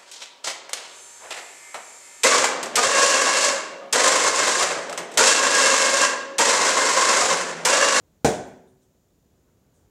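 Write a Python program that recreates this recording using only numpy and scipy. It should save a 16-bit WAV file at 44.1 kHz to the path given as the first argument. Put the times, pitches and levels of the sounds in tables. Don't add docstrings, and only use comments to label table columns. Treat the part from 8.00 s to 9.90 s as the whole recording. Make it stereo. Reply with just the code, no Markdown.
import sys
import numpy as np
from scipy import signal
from scipy.fft import rfft, irfft, next_fast_len
from scipy.io import wavfile

SR = 44100
rng = np.random.default_rng(int(sys.argv[2]) if len(sys.argv) > 2 else 0)


def bounce(signal):
    frames = np.transpose(np.atleast_2d(signal))
    limited = np.clip(frames, -1, 1)
    pcm = np.round(limited * 32767).astype(np.int16)
    wavfile.write(sys.argv[1], SR, pcm)


N = 83790
T = np.arange(N) / SR
CUTOFF_HZ = 16800


def from_db(db):
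    return 10 ** (np.asarray(db) / 20)


def rms_one(x):
    return x / np.sqrt(np.mean(x ** 2) + 1e-20)


def at_hz(points, hz):
    table_hz, values = np.array(points).T
    return np.interp(np.log(hz + 1e-9), np.log(table_hz), values)


def delayed(x, seconds):
    silence = np.zeros(max(int(seconds * SR), 0))
    return np.concatenate([silence, x])[:N]


def dying(t60):
    return from_db(-60 * T / t60)


def building(rise_s):
    return 1 - np.exp(-T / rise_s)


def filtered(x, order, hz, kind):
    return signal.sosfilt(signal.butter(order, hz, kind, fs=SR, output="sos"), x)


def coloured(x, points):
    size = next_fast_len(2 * N)
    gain = from_db(at_hz(points, np.fft.rfftfreq(size, 1 / SR)))
    cepstrum = irfft(np.log(gain), size)
    cepstrum[1:size // 2] *= 2
    cepstrum[size // 2 + 1:] = 0
    response = np.exp(rfft(cepstrum))
    return irfft(rfft(x, size) * response, size)[..., :N]


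def shaped(noise, points):
    gain = from_db(at_hz(points, np.fft.rfftfreq(N, 1 / SR)))
    return coloured(noise, points) / np.sqrt(np.mean(gain ** 2))


# frequency in Hz, correlation from 0 to 1.
LIKENESS = [(100, 1), (300, 0.77), (600, 0.65), (1100, 0), (2200, 0), (15000, 0)]


def diffuse(t60s=None, count=20):
    mid, side = rfft(rng.standard_normal((2, N)))
    hz = np.fft.rfftfreq(N, 1 / SR)
    alike = np.clip(at_hz(LIKENESS, hz), -1, 1)
    common = np.sqrt(1 + alike) * mid
    opposed = np.sqrt(1 - alike) * side * [[1], [-1]]
    both = (common + opposed) / np.sqrt(2)
    if t60s is None:
        return irfft(both, N)
    centres = np.geomspace(50, CUTOFF_HZ, count)
    out = np.zeros((2, N))
    for centre, pick in zip(centres, np.eye(count)):
        share = np.interp(hz, centres, pick)
        out += irfft(both * share, N) * dying(at_hz(t60s, centre))
    return out


def ringing(modes):
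    return sum(from_db(db) * dying(t60) * np.sin(2 * np.pi * hz * T) for hz, db, t60 in modes)


# frequency in Hz, relative density in dB per Hz.
AMBIENCE_COLOUR = [(28, -22), (48, 2), (100, -1), (220, -5.5), (500, -9), (1000, -20), (2300, -26),
                   (3400, -24.5), (5000, -26), (6800, -21), (9000, -29.5), (15500, -26.5)]
AMBIENCE_DB, HISS_LEFT_DB = -62.5, -4
WHINE_HZ, WHINE_DB = 7020, -79.5


def background():
    whine = from_db(WHINE_DB) * rms_one(np.sin(2 * np.pi * WHINE_HZ * T))
    left, right = from_db(AMBIENCE_DB) * shaped(diffuse(), AMBIENCE_COLOUR)
    return np.array([from_db(HISS_LEFT_DB) * left, right + whine])


# time in seconds, level in dB.
SHUFFLE_LEVEL = [(0, -64), (.15, -65.5), (.5, -69), (1.18, -74.5), (1.3, -66.5), (1.45, -66), (1.62, -65.5),
                 (1.8, -62), (1.9, -66)]
# frequency in Hz, relative density in dB per Hz.
SHUFFLE_COLOUR = [(35, -21), (75, 1.5), (220, -2.5), (500, -12.5), (1500, -19), (4000, -33), (15000, -38)]


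def shuffling():
    level_db = np.interp(T, *np.transpose(SHUFFLE_LEVEL))
    return from_db(level_db) * shaped(diffuse(), SHUFFLE_COLOUR)


# frequency in Hz, relative density in dB per Hz.
CRACK_COLOUR = [(800, 13.5), (2000, -4.5), (3200, -6.5), (5000, -2.5), (7500, -2), (10000, -15.5),
                (15000, -26.5)]
# frequency in Hz, level in dB before build-up and filters, t60 in seconds.
BAT_MODES = [(148.3, -11.5, .1), (225.8, -14.5, 0.19), (361.3, -19, .18), (446.6, -15.5, .22),
             (592.8, -20, 0.48), (624.2, -14.5, 0.25), (698, -20, 0.24), (769.5, -17.5, .22),
             (1043, -26, .16), (1471, -30.5, 0.15), (1488, -32, 0.096)]
# delay in seconds, level in dB against the direct snap.
ECHOES = [(.0013, -6), (.0085, -10.5), (0.0144, -4.5), (0.0414, -13)]
PUSH_DB, PUSH_LOW_HZ, PUSH_HIGH_HZ = 13, 89, 1090
CLICK_DB = 5
CRACK_DB, CRACK_T60_S = -5.5, 0.012
WOOD_RISE_S = 0.0017
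WOOD_LEFT_DB = -3.5


def knock():
    impulse = signal.unit_impulse(N) + 1e-18
    push = filtered(impulse, 1, PUSH_HIGH_HZ, "low")
    push = from_db(PUSH_DB) * filtered(push, 2, PUSH_LOW_HZ, "high")
    click = from_db(CLICK_DB) * coloured(impulse, CRACK_COLOUR)
    burst = rng.standard_normal(N) * dying(CRACK_T60_S)
    crack = from_db(CRACK_DB) * shaped(burst, CRACK_COLOUR)
    snap = crack - click - push
    wood = ringing(BAT_MODES) * building(WOOD_RISE_S)
    wood = np.array([from_db(WOOD_LEFT_DB) * wood, wood])
    echoes = sum(from_db(db) * delayed(snap, delay_s) for delay_s, db in ECHOES)
    return snap + wood + echoes


# frequency in Hz, relative density in dB per Hz.
TAIL_COLOUR = [(30, -41), (80, -19), (180, -8), (300, -9), (440, -6), (720, -2), (950, -9), (1220, -19.5),
               (1520, -14.5), (2300, -19.5), (3000, -23.5), (4600, -22.5), (6800, -18), (9000, -24),
               (11000, -37), (15500, -39.5)]
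# frequency in Hz, t60 in seconds.
ROOM_T60 = [(60, 1), (250, 0.7), (700, 0.63), (1500, 0.63), (3000, 0.52), (7000, 0.49), (9500, 0.44),
            (14000, 0.3)]
# frequency in Hz, level in dB before build-up and filters, t60 in seconds.
ROOM_MODES = [(77, -30.5, .42), (123.5, -36, 0.3), (199.3, -30.5, 0.68), (254, -38, 1.2), (364, -34.5, .5),
              (376.8, -34, 1.1), (447.6, -27, 0.67), (543, -30.5, 0.57), (665, -30, 0.41), (703, -35, 0.78),
              (740, -20.5, 0.35), (757, -36.5, .65), (928, -43, .65), (1130, -54, .85), (1443, -46, .5)]
TAIL_DB, TAIL_RISE_S = -17.5, 0.0016
SCATTER_DB, SCATTER_T60_S = -14, 0.24


def room():
    scatter = from_db(SCATTER_DB) * diffuse() * dying(SCATTER_T60_S)
    tail = from_db(TAIL_DB) * diffuse(ROOM_T60)
    reverberation = shaped(scatter + tail, TAIL_COLOUR)
    return (reverberation + ringing(ROOM_MODES)) * building(TAIL_RISE_S)


# frequency in Hz, width in Hz,
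# boost in dB (below zero is a dip).
CRACK_PEAKS = [(1510, 110, 5), (2340, 350, 3), (3400, 140, 4.5), (4000, 250, 2), (4600, 150, -1.5),
               (5950, 350, 3.5), (6595, 64, 2), (7040, 87, 5), (7530, 110, 5), (9250, 280, 5.5),
               (11000, 450, 4.5), (13200, 300, 1.5)]


def bright(x):
    out = x
    for hz, width_hz, db in CRACK_PEAKS:
        resonance = signal.lfilter(*signal.iirpeak(hz, hz / width_hz, fs=SR), x)
        out = out + (from_db(db) - 1) * resonance
    return out


# start in seconds, level in dB before the envelope and left shade,
# rise in seconds, t60 in seconds, centre in Hz, reach to each side as a share of the centre.
SCUFFS = [(.465, -58, 0.0081, .2, 9900, .3), (.674, -61.5, 0.0046, 0.084, 3680, 0.052),
          (.67, -65.5, 0.0047, 0.3, 8850, 0.13), (.815, -61, 0.01, .25, 7200, .25),
          (.815, -69, 0.0038, 0.15, 3550, 0.12), (1.472, -66, 0.0089, .25, 1200, 0.27),
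          (1.735, -57, 0.026, .3, 7120, 0.27)]


def scuffs():
    out = np.zeros((2, N))
    for start_s, db, rise_s, t60, hz, width in SCUFFS:
        edges = np.clip([hz / (1 + width), hz * (1 + width)], 20, SR / 2 - 10)
        rub = rms_one(filtered(rng.standard_normal((2, N)), 2, edges, "band"))
        envelope = delayed(dying(t60) * building(rise_s), start_s)
        out += from_db(db) * rub * envelope
    return out


# frequency in Hz, gain in dB.
LEFT_SHADE = [(60, -2.5), (250, -2), (480, -1), (680, -5), (1200, -7), (2700, -3.5), (3700, -1),
              (5000, -16.5), (6200, -32.5), (8500, -28), (12000, -15.5), (15500, -21)]
HIT_S, LEFT_LAG_S = 0.2466, 0.0001
LOW_CUT_HZ = 29


def scene():
    blow = filtered(bright(knock() + room()), 2, LOW_CUT_HZ, "high")
    arrived = np.array([delayed(blow[0], HIT_S + LEFT_LAG_S), delayed(blow[1], HIT_S)])
    left, right = arrived + shuffling() + scuffs()
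    return np.array([coloured(left, LEFT_SHADE), right]) + background()


def record(dry):
    clipped = np.clip(dry, -.88, .88)
    return signal.sosfilt(signal.cheby2(12, 60, CUTOFF_HZ, fs=SR, output="sos"), clipped)


dry = scene()
out = record(dry)
bounce(out)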